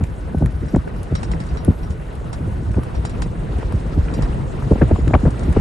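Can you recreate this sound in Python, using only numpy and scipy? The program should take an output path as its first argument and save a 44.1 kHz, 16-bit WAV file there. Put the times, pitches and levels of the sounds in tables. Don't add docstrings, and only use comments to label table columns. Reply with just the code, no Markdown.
import sys
import numpy as np
from scipy import signal
from scipy.io import wavfile
from scipy.ndimage import uniform_filter1d

SR = 44100
rng = np.random.default_rng(int(sys.argv[2]) if len(sys.argv) > 2 else 0)


def volts_from_decibels(level):
    exponent = np.asarray(level, float) / 20
    return 10 ** exponent


def wav_out(sig):
    wavfile.write(sys.argv[1], SR, np.round(np.clip(np.atleast_2d(sig).T, -1, 1) * 32767).astype(np.int16))


N = 247301
OPPOSED = np.array([[1], [-1]])

# [crest t/s, knock level/dB, knock f/Hz, swell level/dB, crack level/dB]
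LANDINGS = [(0.014, -16.5, 203, -9, -26), (0.427, -10, 270, -6.5, -30), (0.767, -5.5, 269.8, -9, -19.5),
            (1.127, -13, 262, -11.5, -35), (1.687, -2, 225.4, -5, -49), (2.411, -18, 226, -15, -47),
            (2.482, -18.5, 259, -14.5, -50), (2.771, -18, 210.3, -9.5, -33),
            (3.741, -17.5, 192.3, -11.5, -46), (3.979, -11, 226, -6.5, -38), (4.716, -2.5, 287.6, -5, -34),
            (4.822, -2, 258.8, -6, -24), (4.917, -5.5, 297, -4.5, -28), (5.077, -11.5, 287, -8, -45),
            (5.143, -9.5, 236.7, -3.5, -9), (5.261, -8, 346.6, -5, -33), (5.488, -12, 214.5, -7, -48),
            (5.573, -2, 267.7, -9, -17.5)]
# [crest t/s, knock level/dB, knock f/Hz, crack level/dB]
TOUCHES = [(0.351, -12, 210, -38), (0.415, -13, 243, -52), (0.746, -3, 187.7, -50),
           (1.706, -15.5, 280, -50), (2.786, -8.5, 274.4, -40), (4.171, -17, 229, -56),
           (4.194, -12.5, 254.4, -35), (4.682, -19, 182, -35), (4.761, -12, 254, -34),
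           (4.832, -6, 306, -38), (4.992, -13.5, 281, -54), (5.113, -14.5, 206.5, -46),
           (5.159, -7, 253, -25), (5.242, -5, 177.5, -29), (5.279, -18, 250, -28), (5.286, -13.5, 241, -29)]


def rms_one(x):
    return x / np.sqrt(np.mean(x ** 2) + 1e-20)


def stereo_rms_one(x):
    return x / np.sqrt(np.mean(x.mean(axis=0) ** 2))


def at_hz(points, hz):
    table = np.array(points, float)
    return np.interp(np.log(hz), np.log(table[:, 0] + 1), table[:, 1])


def drift(rate_hz):
    r = np.exp(-40 * np.pi * rate_hz / SR)
    white = rng.standard_normal(N // 20 + 4002)
    slow = signal.lfilter([1], [1, -2 * r, r * r], white)[4000:]
    return np.interp(np.arange(N) / 20, np.arange(len(slow)), rms_one(slow))


def band(x, low_hz, high_hz, order=2):
    return signal.sosfilt(signal.butter(order, [low_hz, high_hz], "band", fs=SR, output="sos"), x)


def steep(x, edge_hz, kind):
    return signal.sosfilt(signal.ellip(10, .5, 65, edge_hz, kind, fs=SR, output="sos"), x)


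def pan(x, left_db):
    return x * volts_from_decibels([[left_db / 2], [-left_db / 2]])


def add(out, piece, s):
    at = round(s * SR) - piece.shape[1] // 2
    piece = piece[:, max(-at, 0):N - at]
    out[:, max(at, 0):max(at, 0) + piece.shape[1]] += piece


def swell(hz, width_ms, fall, rough, reach):
    width = width_ms * SR / 1000
    t = np.arange(-3 * width, 3 * width) / width
    pitch_hz = hz * np.exp(-np.clip(fall * t, -1.2, 1.2))
    swing = np.sqrt(2) * np.sin(2 * np.pi * (np.cumsum(pitch_hz) / SR + rng.random()))
    white = rng.standard_normal((3, len(t) + 1024))
    noise = rms_one(band(white, .55 * hz, reach * hz, order=3)[:, 1024:])
    ports = noise[2] + 0.32 * noise[:2]
    shape, share = np.exp(-1.9 * t ** 2), np.clip(rough, 0, 1)
    mixed = shape * (np.sqrt(1 - share) * swing + np.sqrt(share) * ports)
    return mixed * np.sqrt(np.sum(shape ** 2) / np.sum(mixed.mean(axis=0) ** 2) / 2)


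def knocks():
    # [crest t/s, level/dB, f/Hz]
    scuffs = [(0.388, -22, 275), (0.447, -20, 243.4), (0.635, -14.5, 197.5), (1.343, -19.5, 224),
              (1.41, -19, 196), (1.469, -36, 186.4), (2.494, -31, 225), (2.629, -19, 247.6),
              (3.264, -22, 269.6), (3.538, -21, 257), (3.591, -19, 225), (3.864, -24, 200),
              (3.927, -21, 192), (3.96, -26, 193.3), (4.119, -21, 232), (4.132, -17, 233),
              (4.179, -17, 213), (4.786, -17, 306), (5.098, -16, 262), (5.394, -22, 236.5),
              (5.461, -17.5, 233), (5.497, -17, 227)]
    # [crest t/s, level/dB, f/Hz, width/ms]
    last_thud = (5.6052, -19, 450, 4)
    out, cycles = np.zeros((2, N)), 1.75
    rows = [row[:3] for row in LANDINGS + TOUCHES + scuffs]
    thuds = [(s, crest_db, hz, 1000 * cycles / hz) for s, crest_db, hz in rows]
    for s, crest_db, hz, width_ms in thuds + [last_thud]:
        add(out, volts_from_decibels(crest_db - .7) * swell(hz, width_ms, fall=.7, rough=.14, reach=1.8), s)
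    return out


def low_swell(hz, width_ms):
    return swell(hz, width_ms, fall=.35, rough=0.43, reach=2.04)


def hoof_swells():
    out, lag_s = np.zeros((2, N)), 0.01189
    for s, _, _, swell_db, _ in LANDINGS:
        add(out, volts_from_decibels(swell_db) * low_swell(hz=77.88, width_ms=24.5), s + lag_s)
    return out


def add_crack(out, s, crest_db, hz, grit_db, width_ms):
    crack = swell(.85 * hz, width_ms, fall=.45, rough=.4, reach=1.7)
    grit = swell(1835, width_ms, fall=.05, rough=.9, reach=1.3)
    left_db = np.clip(-4 - 0.34 * grit_db, -8, 8)
    add(out, pan(volts_from_decibels(crest_db - .7), left_db) * crack, s)
    add(out, pan(volts_from_decibels(crest_db + grit_db + 7.0), left_db) * grit, s)


def hoof_cracks():
    out, lead_s = np.zeros((2, N)), 0.001914
    for row in LANDINGS + TOUCHES:
        s, crack_db = row[0], row[-1]
        grit_db = -25 + .3 * (crack_db + 20)
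        add_crack(out, s - lead_s, crack_db, 766.4, grit_db, width_ms=4.1)
    return out


def bodies():
    # [crest t/s, level/dB, width/ms, level of the part opposed in the ports/dB]
    body_rows = [(0.748, -18.5, 6, -36), (0.764, -35, 7.8, -34), (0.878, -39, 8.6, -20),
                 (1.124, -28, 4.3, -42), (1.684, -26, 6.8, -16), (2.777, -29.5, 8.1, -28),
                 (2.985, -38, 8.7, -23), (3.63, -25, 4.3, -36), (4.19, -33, 5, -40), (4.721, -24, 7.7, -17),
                 (4.761, -27, 4.9, -29), (4.814, -14, 5, -25), (4.826, -30, 9.8, -17),
                 (4.914, -13.5, 7.7, -25), (5.11, -23, 4.6, -36), (5.145, -12, 9.7, -26),
                 (5.157, -14, 6.3, -24), (5.263, -20, 13, -25), (5.28, -22, 5.1, -30),
                 (5.568, -18, 6.7, -28)]
    out = np.zeros((2, N))
    for s, crest_db, width_ms, opposed_db in body_rows:
        hollow = swell(600, width_ms, fall=.2, rough=.6, reach=1.5)
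        shake = swell(415, width_ms, fall=.2, rough=.6, reach=1.6)
        add(out, pan(volts_from_decibels(crest_db), 4.0) * hollow, s)
        add(out, volts_from_decibels(opposed_db) * shake * OPPOSED, s)
    return out


def snaps():
    # [crest t/s, level/dB, f/Hz]
    snap_rows = [(0.3475, -17, 634), (0.384, -35, 2480), (0.411, -32, 530), (0.4236, -12, 600),
                 (0.436, -22, 450), (0.461, -25.5, 1500), (1.1252, -32, 650), (0.617, -17, 79.5),
                 (1.925, -19, 65.3), (2.7745, -22, 645), (2.976, -17.5, 65), (3.565, -19, 75),
                 (3.7245, -25, 876), (4.7225, -9, 520), (4.7273, -8, 203), (4.735, -12, 430),
                 (4.83, -3, 115), (4.844, -19, 400), (5.2545, -12, 520), (5.2625, -12, 560),
                 (5.2775, -10, 150), (5.527, -36, 1500), (0.7499, -18.5, 1530), (0.7643, -18, 795),
                 (1.3366, -22.5, 1720), (1.6815, -17.5, 533), (3.63, -34, 910), (4.1905, -24.5, 620),
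                 (4.7115, -32, 650), (4.7605, -28, 700), (4.813, -29, 900), (4.824, -4, 520),
                 (4.9118, -23, 775), (5.0792, -26, 2760), (5.1105, -37, 800), (5.147, -11, 560),
                 (5.167, -18, 520), (5.136, -13.5, 1410), (5.1433, -23, 900), (5.149, -35, 2770),
                 (5.5665, -16.5, 800)]
    # [crest t/s, level/dB, f/Hz]
    last_snap = (5.60785, -7, 560)
    # [crest t/s, level/dB, f/Hz]
    ping_rows = [(1.156, -39, 2650), (1.234, -35, 2700), (3.053, -36, 2700), (3.221, -32, 2620),
                 (3.227, -38, 3420), (4.818, -19.5, 1640), (4.832, -29, 1450), (5.079, -30, 1500),
                 (5.141, -17, 2400), (5.151, -30, 1900), (4.913, -36, 1680), (4.915, -37, 2400),
                 (4.82, -33, 2530), (5.255, -30, 1580), (5.261, -39, 2000), (5.273, -36, 1300),
                 (5.265, -38, 1700)]
    out, t = np.zeros((2, N)), np.arange(-1536, 1536) / SR
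    snap_cycles, ping_cycles = 0.72, 3.2
    strikes = [(*row, snap_cycles) for row in snap_rows + [last_snap]]
    strikes += [(*row, ping_cycles) for row in ping_rows]
    for s, crest_db, hz, cycles in strikes:
        crest = np.cos(2 * np.pi * hz * t) * np.exp(-(hz * t / cycles) ** 2)
        add(out, pan(volts_from_decibels(crest_db) * crest, 4.6), s)
    return out


def sprays():
    # [crest t/s, level/dB, width/ms]
    spray_rows = [
        (4.718, -58, 11),
        (4.823, -26, 12),
        (5.148, -62, 13),
        (5.266, -40, 11),
        (5.572, -42, 10),
    ]
    out = np.zeros((2, N))
    for s, crest_db, width_ms in spray_rows:
        add(out, pan(volts_from_decibels(crest_db), 5.0) * swell(1200, width_ms, fall=.05, rough=1, reach=1.5), s)
    return out


def slaps():
    # [crest t/s, level/dB, centre f/Hz, grit over crest/dB]
    slap_rows = [(0.041, -31, 1007, -9.5), (0.462, -33.5, 1068, -6), (0.75, -25, 1107, -32),
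                 (0.878, -32.5, 1078, -9), (1.157, -33, 1094, -9), (1.235, -27, 890, -11.5),
                 (1.337, -32, 1530, -11), (2.331, -28.5, 898, -19), (2.745, -29, 1025, -17),
                 (2.794, -27, 743, -22), (2.834, -36, 1330, -9.5), (3.052, -23, 861, -18),
                 (3.223, -27, 1110, -7.5), (3.63, -33, 970, -7), (3.725, -20.5, 784, -26),
                 (4.086, -28.5, 1550, -9), (4.226, -25.5, 930, -18), (4.234, -28, 970, -16),
                 (4.625, -24.5, 760, -33), (4.721, -19, 675, -28), (4.819, -24, 1746, -33),
                 (4.962, -21.5, 947, -33), (5.08, -32.5, 1130, -4), (5.11, -27, 790, -25),
                 (5.1412, -21, 2287, -30), (5.151, -7, 782, -19.5), (5.255, -27, 746, -35),
                 (5.269, -20, 833, -39), (5.528, -30, 1150, -13)]
    out = np.zeros((2, N))
    for row in slap_rows:
        add_crack(out, *row, width_ms=3.2)
    return out


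def fittings():
    # [t/s, click level/dB, top
    # edge over click/dB]
    tick_rows = [(0.038, -27.5, -9.5), (0.383, -43.5, 10.5), (0.459, -27, -3), (0.506, -53, -15),
                 (0.602, -58, -10), (0.76, -28, -35), (0.872, -63, -44), (0.962, -57, -25), (1.031, -31, 1),
                 (1.437, -35, -14), (1.648, -26, 7), (1.921, -60, -17), (2.152, -47, 8),
                 (2.715, -36.5, -21), (2.834, -38.5, 6), (3.584, -35, -16), (3.625, -53, -12),
                 (3.723, -35.5, 4), (4.989, -45, -21), (5.394, -29, -26.5), (5.606, -51, -2)]
    # [t/s, click level/dB, ring level/dB, upper modes over ring/dB, ring ends after t/s]
    clink_rows = [(0.682, -46, -63, -4, 0.034), (1.151, -29, -48, 6.5, 0.05), (1.229, -34, -52, 8.5, 0.034),
                  (1.314, -36, -54, 8.5, 0.039), (1.401, -30, -56.5, 7, 0.034), (1.465, -44, -68, 16, .02),
                  (1.487, -54, -62.5, -8, 0.044), (1.57, -49, -55, 0, 0.058),
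                  (1.83, -51, -61.5, -13, 0.051), (1.905, -34, -64, 10, .04), (2.329, -29.5, -54, 9, .028),
                  (2.95, -39, -58, -9, 0.037), (3.05, -43, -50.5, 10, 0.037),
                  (3.095, -33, -59.5, 11, 0.031), (3.22, -22.5, -51.5, 9, 0.033),
                  (3.654, -58, -66, -14, 0.028), (4.137, -43, -52.5, 8, 0.044),
                  (4.222, -25, -53, 7.5, 0.028), (5.078, -28.5, -64, 11, 0.024),
                  (5.305, -35, -66.5, 17.5, .02), (5.431, -47, -61, 9, 0.023),
                  (5.526, -29.5, -71, 21, .015)]
    # [f/Hz, level/dB, t40 (time to fall by 40 dB)/s]
    modes = [(2170, -8, .09), (3130, -8, .06), (3908, -2, .14), (4317, -8, .12), (4740, -2, .12),
             (5172, -2, .14), (5631, 1.5, .13), (6610, -19, .06), (7105, -15, .07), (7635, -16, .05),
             (8150, -15, .055), (8655, -13, .05), (9170, -15, .04), (10920, -17, .025)]
    out, t = np.zeros((2, N)), np.arange(int(.12 * SR)) / SR
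    hz, mode_db, t40_s = np.transpose(modes)[:, :, None]
    hits = [(*row, -71, 11.5, .03) for row in tick_rows]
    hits += [(s, click_db, -31 + 1.3 * upper_db, ring_db, upper_db, held_s)
             for s, click_db, ring_db, upper_db, held_s in clink_rows]
    for s, click_db, top_db, ring_db, upper_db, held_s in hits:
        ring_gate = np.clip((held_s + .01 - t) / .02, 0, 1) * np.clip(t / .002, 0, 1) ** 2
        burst = rng.standard_normal((4, len(t))) * (np.exp(-t / .0013) + .12 * np.exp(-t / .01))
        top = band((burst[2] + 1.2 * burst[3] * OPPOSED) * (t < .004), 9700, 11300)
        click = steep(band(burst[:2] * .75 + burst[2], 2200, 9300), 9600, "low")
        click = click + volts_from_decibels(top_db + 6) * top

        strength_db = mode_db + (hz > 6000) * (upper_db + 6) + rng.normal(0, 1.6, hz.shape)
        beats = rng.uniform(15, 70, hz.shape) * t + rng.random(hz.shape)
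        strength = volts_from_decibels(strength_db - 40 * t / t40_s) * (1 + .3 * np.sin(2 * np.pi * beats))
        apart = rng.normal(.05, 1, hz.shape) * np.where((hz > 4000) & (hz < 5400), .16, .07)
        turns = rng.random(hz.shape) + np.array([apart, 0 * apart])
        rings = np.array([np.sum(strength * np.sin(2 * np.pi * (hz * t + turn)), axis=0) for turn in turns])

        white = rng.standard_normal((3, len(t)))
        rattle = steep(band(white[0] + 0.86 * white[1:], 1900, 4600), 9600, "low")
        rattle = rattle * np.exp(-t / 0.012) * volts_from_decibels(11.5)
        housing = rms_one(band(white[1], 280, 1200)) * np.exp(-t / 0.0068)
        housing = housing * volts_from_decibels(ring_db + 31.5) * [[.8], [-1]]
        knock = volts_from_decibels(click_db - 4.5) * click + volts_from_decibels(ring_db + 7.0) * ring_gate * (rings + rattle)
        add(out, pan(knock, 1.4) + housing * ring_gate, s + t[-1] / 2)
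    return out


def puffs():
    # [crest t/s, level/dB, width/ms]
    puff_rows = [(0.378, -10.5, 25.6), (0.482, -16, 50), (0.557, -15.5, 33), (1.02, -21, 34),
                 (1.305, -15.5, 29.6), (1.536, -14.5, 16), (1.573, -24, 17), (1.813, -19, 20),
                 (1.91, -17, 15.3), (2.253, -21, 15.5), (2.696, -12, 31), (2.817, -30, 21),
                 (2.997, -16.5, 45), (3.05, -21, 17.4), (3.326, -30, 17), (3.402, -24, 37),
                 (3.569, -18, 28), (3.708, -21, 23), (4.047, -17.5, 31), (4.111, -19, 20.3),
                 (4.234, -12, 25.7), (4.304, -14, 21.7), (4.359, -17, 16.5), (4.432, -18.5, 13),
                 (4.678, -11, 16.8), (4.869, -12, 26), (5.033, -11, 44)]
    out = np.zeros((2, N))
    for s, crest_db, width_ms in puff_rows:
        hz = 69.38 * (25 / width_ms) ** 0.29
        add(out, volts_from_decibels(crest_db) * low_swell(hz, width_ms), s)
    return out


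def air_noise(spectrum, shared_db, own_db, lumps_per_s):
    # [f/Hz, level/dB]
    side_db = [(60, -12), (140, -12), (340, -5.5), (820, 2.5), (1960, -4), (4680, -4), (8800, -4.5),
               (11200, -25.5)]
    # [f/Hz, level/dB]
    lean_db = [(60, -0.5), (220, 1), (820, -0.5), (3030, 2.5), (11200, 0)]
    together, white = drift(lumps_per_s), rng.standard_normal((2, 2, N))
    octaves = np.log2(spectrum[-2][0] / spectrum[0][0])
    edges_hz = spectrum[0][0] * 2 ** np.arange(0, octaves + .3, .5)
    out = 0
    for k, (low_hz, high_hz) in enumerate(zip(edges_hz, edges_hz[1:])):
        mid, side = band(white[k % 2], low_hz, high_hz)
        hz = np.sqrt(low_hz * high_hz)
        lumps_db = shared_db * together + own_db * drift(3.53 * lumps_per_s)
        gain = volts_from_decibels(at_hz(spectrum, hz) + lumps_db)
        ports = mid + volts_from_decibels(at_hz(side_db, hz)) * side * OPPOSED
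        out = out + pan(gain, at_hz(lean_db, hz)) * ports
    return stereo_rms_one(out)


def evened(x, span_s, depth):
    span = int(span_s * SR)
    power = uniform_filter1d(uniform_filter1d(x.mean(axis=0) ** 2, span), span)
    return stereo_rms_one(x / (power + .02) ** (depth / 2))


def port_hiss():
    flicker_hz = (10850, 11050, 11200, 11400)
    white, together = rng.standard_normal((2, N)), drift(5)
    hiss = rms_one(band(steep(white[0], [9000, 11100], "band"), 9750, 10800, order=1))
    hiss_db = -60 + 1.5 * together + 2.0 * rms_one(band(white[1], 8, 45))
    flicker = 0
    for hz in flicker_hz:
        gate = np.clip(2 * (.5 * together + drift(10)) - 2.5, 0, 1)
        flicker = flicker + gate * rms_one(band(white[1], hz - 45, hz + 45, order=3))
    return volts_from_decibels(hiss_db) * hiss * OPPOSED + volts_from_decibels(-66.5) * flicker


def wind():
    # [t/s, level/dB]
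    gusts = [(0.0, -4.5), (0.53, -4), (1.0, -3), (1.29, -1), (1.51, -1), (2.05, -4.5), (2.45, -2.5),
             (3.19, -1.5), (4.2, 1.5), (4.47, 0), (4.67, 0.5), (4.86, 2), (5.33, 0.5), (5.5, 2.5),
             (5.61, 3.5)]
    # [f/Hz, level per Hz/dB]
    buffet_spectrum = [(11, -29), (18, -17), (48, 10), (75, 1.5), (140, 1), (236, -11), (485, -19),
                       (700, -43.5), (910, -19.5), (1540, -120)]
    # [f/Hz, level per Hz/dB]
    rush_spectrum = [(180, -26), (300, -0.5), (491, -1), (847, -10.5), (1370, -11), (1490, -15),
                     (1600, -14), (3500, -30), (4550, -45.5), (7700, -120)]
    # [f/Hz, level per Hz/dB]
    hiss_spectrum = [(1470, -37), (2500, -0.5), (5920, -6.5), (7370, -7), (8920, -10), (9600, -1),
                     (12500, -34), (21100, -120)]
    gust_db = np.interp(np.arange(N) / SR, *np.transpose(gusts))
    buffet = air_noise(buffet_spectrum, shared_db=2.5, own_db=2.0, lumps_per_s=7.9)
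    buffet = volts_from_decibels(-21.5 + gust_db) * evened(buffet, span_s=0.13, depth=0.6)
    rush = air_noise(rush_spectrum, shared_db=1.0, own_db=2.5, lumps_per_s=9.8)
    rush = volts_from_decibels(-36 + gust_db) * rush
    hiss = air_noise(hiss_spectrum, shared_db=0.85, own_db=2.5, lumps_per_s=7.7)
    hiss = volts_from_decibels(-53 + 0.98 * gust_db) * hiss
    return steep(buffet + rush + hiss, 9600, "low") + port_hiss()


def whines():
    # [f/Hz, width/Hz, level/dB, share in the difference channel 0-1, start t/s, end t/s]
    whine_rows = [
        (1490, 45, -53, .35, 0, 2.9),
        (7040, 10, -68, .9, .5, 4.6),
        (7040, 12, -61, .3, 4.62, 5.3),
    ]
    out, t = np.zeros((2, N)), np.arange(N) / SR
    for hz, width_hz, level_db, share, start_s, end_s in whine_rows:
        tone = rms_one(band(rng.standard_normal(N), hz - width_hz / 2, hz + width_hz / 2))
        fade = np.clip(np.minimum(t - start_s, end_s - t) / 0.043, 0, 1)
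        out += fade * volts_from_decibels(level_db + 2.0 * drift(3.0)) * tone * [[1], [1 - 2 * share]]
    return out


def scene():
    hooves = knocks() + hoof_swells() + hoof_cracks() + bodies() + snaps() + sprays()
    return hooves + slaps() + fittings() + puffs() + wind() + whines()


def thinned(x):
    # [f/Hz, share 0-1]
    side_kept = [(2600, 1), (3300, .9), (3700, .5), (4500, .55), (4900, .85), (5600, .8), (5800, .12),
                 (7000, .2), (7900, .3), (8300, .08), (8800, .12), (9000, 1)]
    hz, _, side = signal.stft((x[0] - x[1]) / 2, SR, nperseg=1024)
    group = np.arange(len(hz)) // 8
    power = np.add.reduceat(abs(side) ** 2, np.arange(0, len(hz), 8))
    power = uniform_filter1d(power * volts_from_decibels(rng.normal(0, 7, power.shape)), size=2)
    kept = np.interp(hz[::8] + 170, *np.transpose(side_kept))
    rank = ((1 - kept) * (power.shape[1] - 1)).astype(int)
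    bar = np.sort(power)[np.arange(len(kept)), rank]
    side = signal.istft(side * (power >= bar[:, None])[group], SR, nperseg=1024)[1][:N]
    return x.mean(axis=0) + side * OPPOSED


def low_pass(x):
    return signal.sosfilt(signal.butter(12, 11790, fs=SR, output="sos"), x)


def record(dry):
    rounded = 1.05 * np.tanh((dry + .3 * dry ** 3) / 1.05)
    mix = thinned(steep(rounded, 11700, "low"))
    return low_pass(mix)


dry = scene()
out = record(dry)
wav_out(out)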